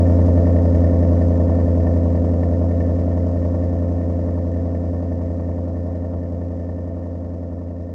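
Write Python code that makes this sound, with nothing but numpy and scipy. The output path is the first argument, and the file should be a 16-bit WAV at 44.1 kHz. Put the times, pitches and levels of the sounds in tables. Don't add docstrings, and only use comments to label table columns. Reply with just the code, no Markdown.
import sys
import numpy as np
from scipy import signal
from scipy.fft import rfft, irfft, next_fast_len
from scipy.io import wavfile
from scipy.ndimage import map_coordinates

SR = 44100
rng = np.random.default_rng(int(sys.argv[2]) if len(sys.argv) > 2 else 0)


def transcribe(signal):
    frames = np.atleast_2d(signal).T
    limited = np.clip(frames, -1, 1)
    pcm = np.round(limited * 32767).astype(np.int16)
    wavfile.write(sys.argv[1], SR, pcm)


N = 350154

# [t/s, meshing rate/(teeth per s)]
MOTOR_PACE = [(0.0, 86.953), (0.992, 85.609), (2.233, 85.429), (2.729, 86.136), (3.97, 86.526),
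              (4.714, 86.195), (5.459, 86.273), (6.203, 86.757), (7.94, 86.485)]
# [push on door level/dB, push late t/s, knock on rail level/dB, knock late t/s, rattle level/dB]
WORN_TEETH = [(5, -.0031, -2, .0013, -5), (3, .0029, 0, .0011, 7), (0, .0001, 3, .0009, 1),
              (6, .0008, 4, .0015, -1), (-7, -.0022, 4, .0007, -3), (-10, -.0008, 2, .0012, -1),
              (1, .0014, -9, -.0011, 0), (0, .0007, 5, .0009, 0)]
# [multiple of the wheel's turning rate, level/dB]
HUM_NOTES = [(6, -17.4), (8, 0.0), (13, -23.5), (16, -11.0), (17, -20.3), (19, -15.6), (22, -14.5),
             (24, -10.1), (25, -14.2), (27, -20.8), (28, -24.5), (29, -25.3), (30, -17.2), (40, -17.3),
             (48, -14.9)]
# [f/Hz, level per line/dB]
BUZZ_COLOUR = [(60, -36.5), (340, -30.5), (380, -39.5), (470, -32), (525, -19.5), (565, -31.5),
               (590, -20.5), (620, -27), (655, -25), (720, -43)]
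# [f/Hz, single-pass width/Hz, level/dB]
FITTING_MODES = [(1800, 85, 0), (1985, 100, -9), (2245, 120, -15), (2730, 55, -20), (2950, 130, -25),
                 (4940, 70, -22)]
# [f/Hz, single-pass width/Hz, level/dB]
HOUSING_MODES = [(757, 32, 0), (822, 22, -10), (915, 58, -3), (1018, 38, -7), (1108, 36, -7),
                 (1250, 120, -19), (1370, 100, -21)]
# [t/s, peak level before the mix/dB]
SHARP_TINKS = [(0.5614, -41.5), (0.841, -37), (1.8677, -40), (2.4301, -36), (2.8044, -38), (2.9875, -43)]
# [f/Hz, level per Hz/dB]
ROLLER_SPECTRUM = [(15, -32), (33, -30.5), (52, -11), (75, 0), (105, -10), (190, -11.5), (280, -10),
                   (335, -12), (380, -18.5), (480, -11), (560, -12.5), (660, -9), (830, -27), (1400, -35.5),
                   (2500, -73.5), (6000, -120)]
# [f/Hz, level per Hz/dB]
SCRAPE_SPECTRUM = [(500, -10), (1200, 4), (2200, 3), (3300, -2), (4100, -3), (5000, 1), (5800, 0),
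                   (7000, -4), (8100, -11), (8800, -10), (10400, -22), (12000, -28), (15500, -37)]

OPEN_DB, FADE_DB_PER_S, STEEPEN_DB_PER_S2 = -12.5, 1.33, 0.1158
TOP_HZ = 15700


def amp(db):
    return 10 ** (np.asarray(db) / 20)


def unit(x):
    return x / np.sqrt(np.mean(x ** 2) + 1e-20)


def curve(rows):
    return np.interp(np.arange(N) / SR, *np.transpose(rows))


def wobble(rate):
    knots = rng.standard_normal(int(N * rate / SR) + 4)
    return map_coordinates(knots, [np.arange(N) * rate / SR])


def filtered(x, response):
    size = next_fast_len(N + SR // 2)
    spectrum = rfft(x, size) * response(np.fft.rfftfreq(size, 1 / SR))
    return irfft(spectrum, size)[:N]


def colour(x, spectrum):
    hz, db = np.transpose(spectrum)
    return unit(filtered(x, lambda f: amp(np.interp(np.log(f + 1), np.log(hz), db))))


def ring(x, modes):
    def response(f):
        total = 0
        for centre, width, db in modes:
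            one_pass = 1j * f * width / (centre ** 2 - f ** 2 + 1j * f * width)
            total = total + amp(db) * one_pass ** 2
        return total
    return filtered(x, response)


def blows(times, sizes):
    at = np.round(times * SR).astype(int)
    inside = (at >= 0) & (at < N)
    return np.bincount(at[inside], sizes[inside], N)


def fade():
    t = np.arange(N) / SR
    return amp(OPEN_DB - FADE_DB_PER_S * t - STEEPEN_DB_PER_S2 * t ** 2 / 2)


def walls(x, echo_db, count=40):
    longest_s = .03
    delays = (rng.random(count) * longest_s * SR).astype(int)
    echo_pattern = np.bincount(delays, rng.standard_normal(count))
    echoes = signal.fftconvolve(x, echo_pattern)[:N]
    return unit(x + amp(echo_db) * unit(echoes))


def rumble(unsteady_db, knots_per_s):
    return colour(rng.standard_normal(N), ROLLER_SPECTRUM) * amp(unsteady_db * wobble(knots_per_s))


def chatter(per_second, scatter_db):
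    count = int(per_second * N / SR)
    times = rng.uniform(0, N / SR, count)
    sizes = amp(scatter_db * rng.standard_normal(count))
    return unit(ring(blows(times, sizes), FITTING_MODES))


def tinks():
    times, peak_db = np.transpose(SHARP_TINKS)
    lone_tink = ring(blows(np.array([1.]), np.ones(1)), FITTING_MODES)
    return ring(blows(times, amp(peak_db)), FITTING_MODES) / np.abs(lone_tink).max()


def wheel(sway_teeth, knots_per_s):
    start = .406
    return start + np.cumsum(curve(MOTOR_PACE)) / SR + sway_teeth * wobble(knots_per_s)


def scrape(mesh, lead_teeth, fall_db, grit_db, uneven):
    tooth, slide = np.divmod(mesh + lead_teeth, 1)
    rattle_db = np.array(WORN_TEETH)[tooth.astype(int) % len(WORN_TEETH), -1]
    friction = amp(uneven * rattle_db - fall_db * slide + grit_db * wobble(300))
    return colour(friction * rng.standard_normal(N), SCRAPE_SPECTRUM)


def rattle(mesh, modes, jitter_s, scatter_db, lead_s):
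    tooth = np.arange(1, int(mesh[-1]))
    *_, late, rattle_db = np.array(WORN_TEETH)[tooth % len(WORN_TEETH)].T
    chance = rng.standard_normal((len(tooth), 2))
    meshing_s = np.interp(tooth, mesh, np.arange(N) / SR)
    times = meshing_s + late - lead_s + jitter_s * chance[:, 0]
    sizes = amp(rattle_db + scatter_db * chance[:, 1])
    return unit(ring(blows(times, sizes), modes))


def hum(mesh, waver, bass_loss_db):
    push_db, push_late, knock_db, knock_late, _ = np.transpose(WORN_TEETH)
    teeth = len(WORN_TEETH)
    turn = 2 * np.pi * mesh / teeth
    speed = np.mean(curve(MOTOR_PACE))
    highest_panel_order = 36
    bass = amp(bass_loss_db * np.linspace(.5, -.5, N))

    orders = np.arange(6, 67)
    buzz_db = np.interp(orders * speed / teeth, *np.transpose(BUZZ_COLOUR))
    lines = dict(zip(orders, buzz_db))
    lines.update(dict(HUM_NOTES))
    out = np.zeros(N)
    for order, db in lines.items():
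        if order <= highest_panel_order:
            blow_db, late = push_db, push_late
        else:
            blow_db, late = knock_db, knock_late
        place = (np.arange(teeth) + late * speed) / teeth
        timing = np.angle(np.sum(amp(blow_db) * np.exp(-2j * np.pi * order * place)))
        line = amp(db) * np.cos(order * turn + timing)
        out += line * (bass if order <= teeth else 1)
    return unit(out) * (1 + waver * wobble(12))


def scene():
    mesh = wheel(sway_teeth=.01, knots_per_s=4)
    door = amp(-15.0) * rumble(unsteady_db=0.74, knots_per_s=8.9)
    door += amp(-41.0) * chatter(per_second=160, scatter_db=1.5)

    hiss = scrape(mesh, lead_teeth=0.063, fall_db=5.0, grit_db=1.5, uneven=0.21)
    drive = amp(-43.5) * walls(hiss, echo_db=-13)
    drive += amp(-44) * rattle(mesh, FITTING_MODES, jitter_s=.0003, scatter_db=4.0, lead_s=.001)
    drive += amp(-29.0) * rattle(mesh, HOUSING_MODES, jitter_s=.00008, scatter_db=2.5, lead_s=.006)
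    drive += amp(-0.64) * hum(mesh, waver=0.0078, bass_loss_db=2.0)
    return (fade() * (drive + door) + amp(0.5) * tinks())[None]


def record(dry):
    return filtered(dry[0], lambda hz: hz < TOP_HZ)[None]


dry = scene()
out = record(dry)
transcribe(out)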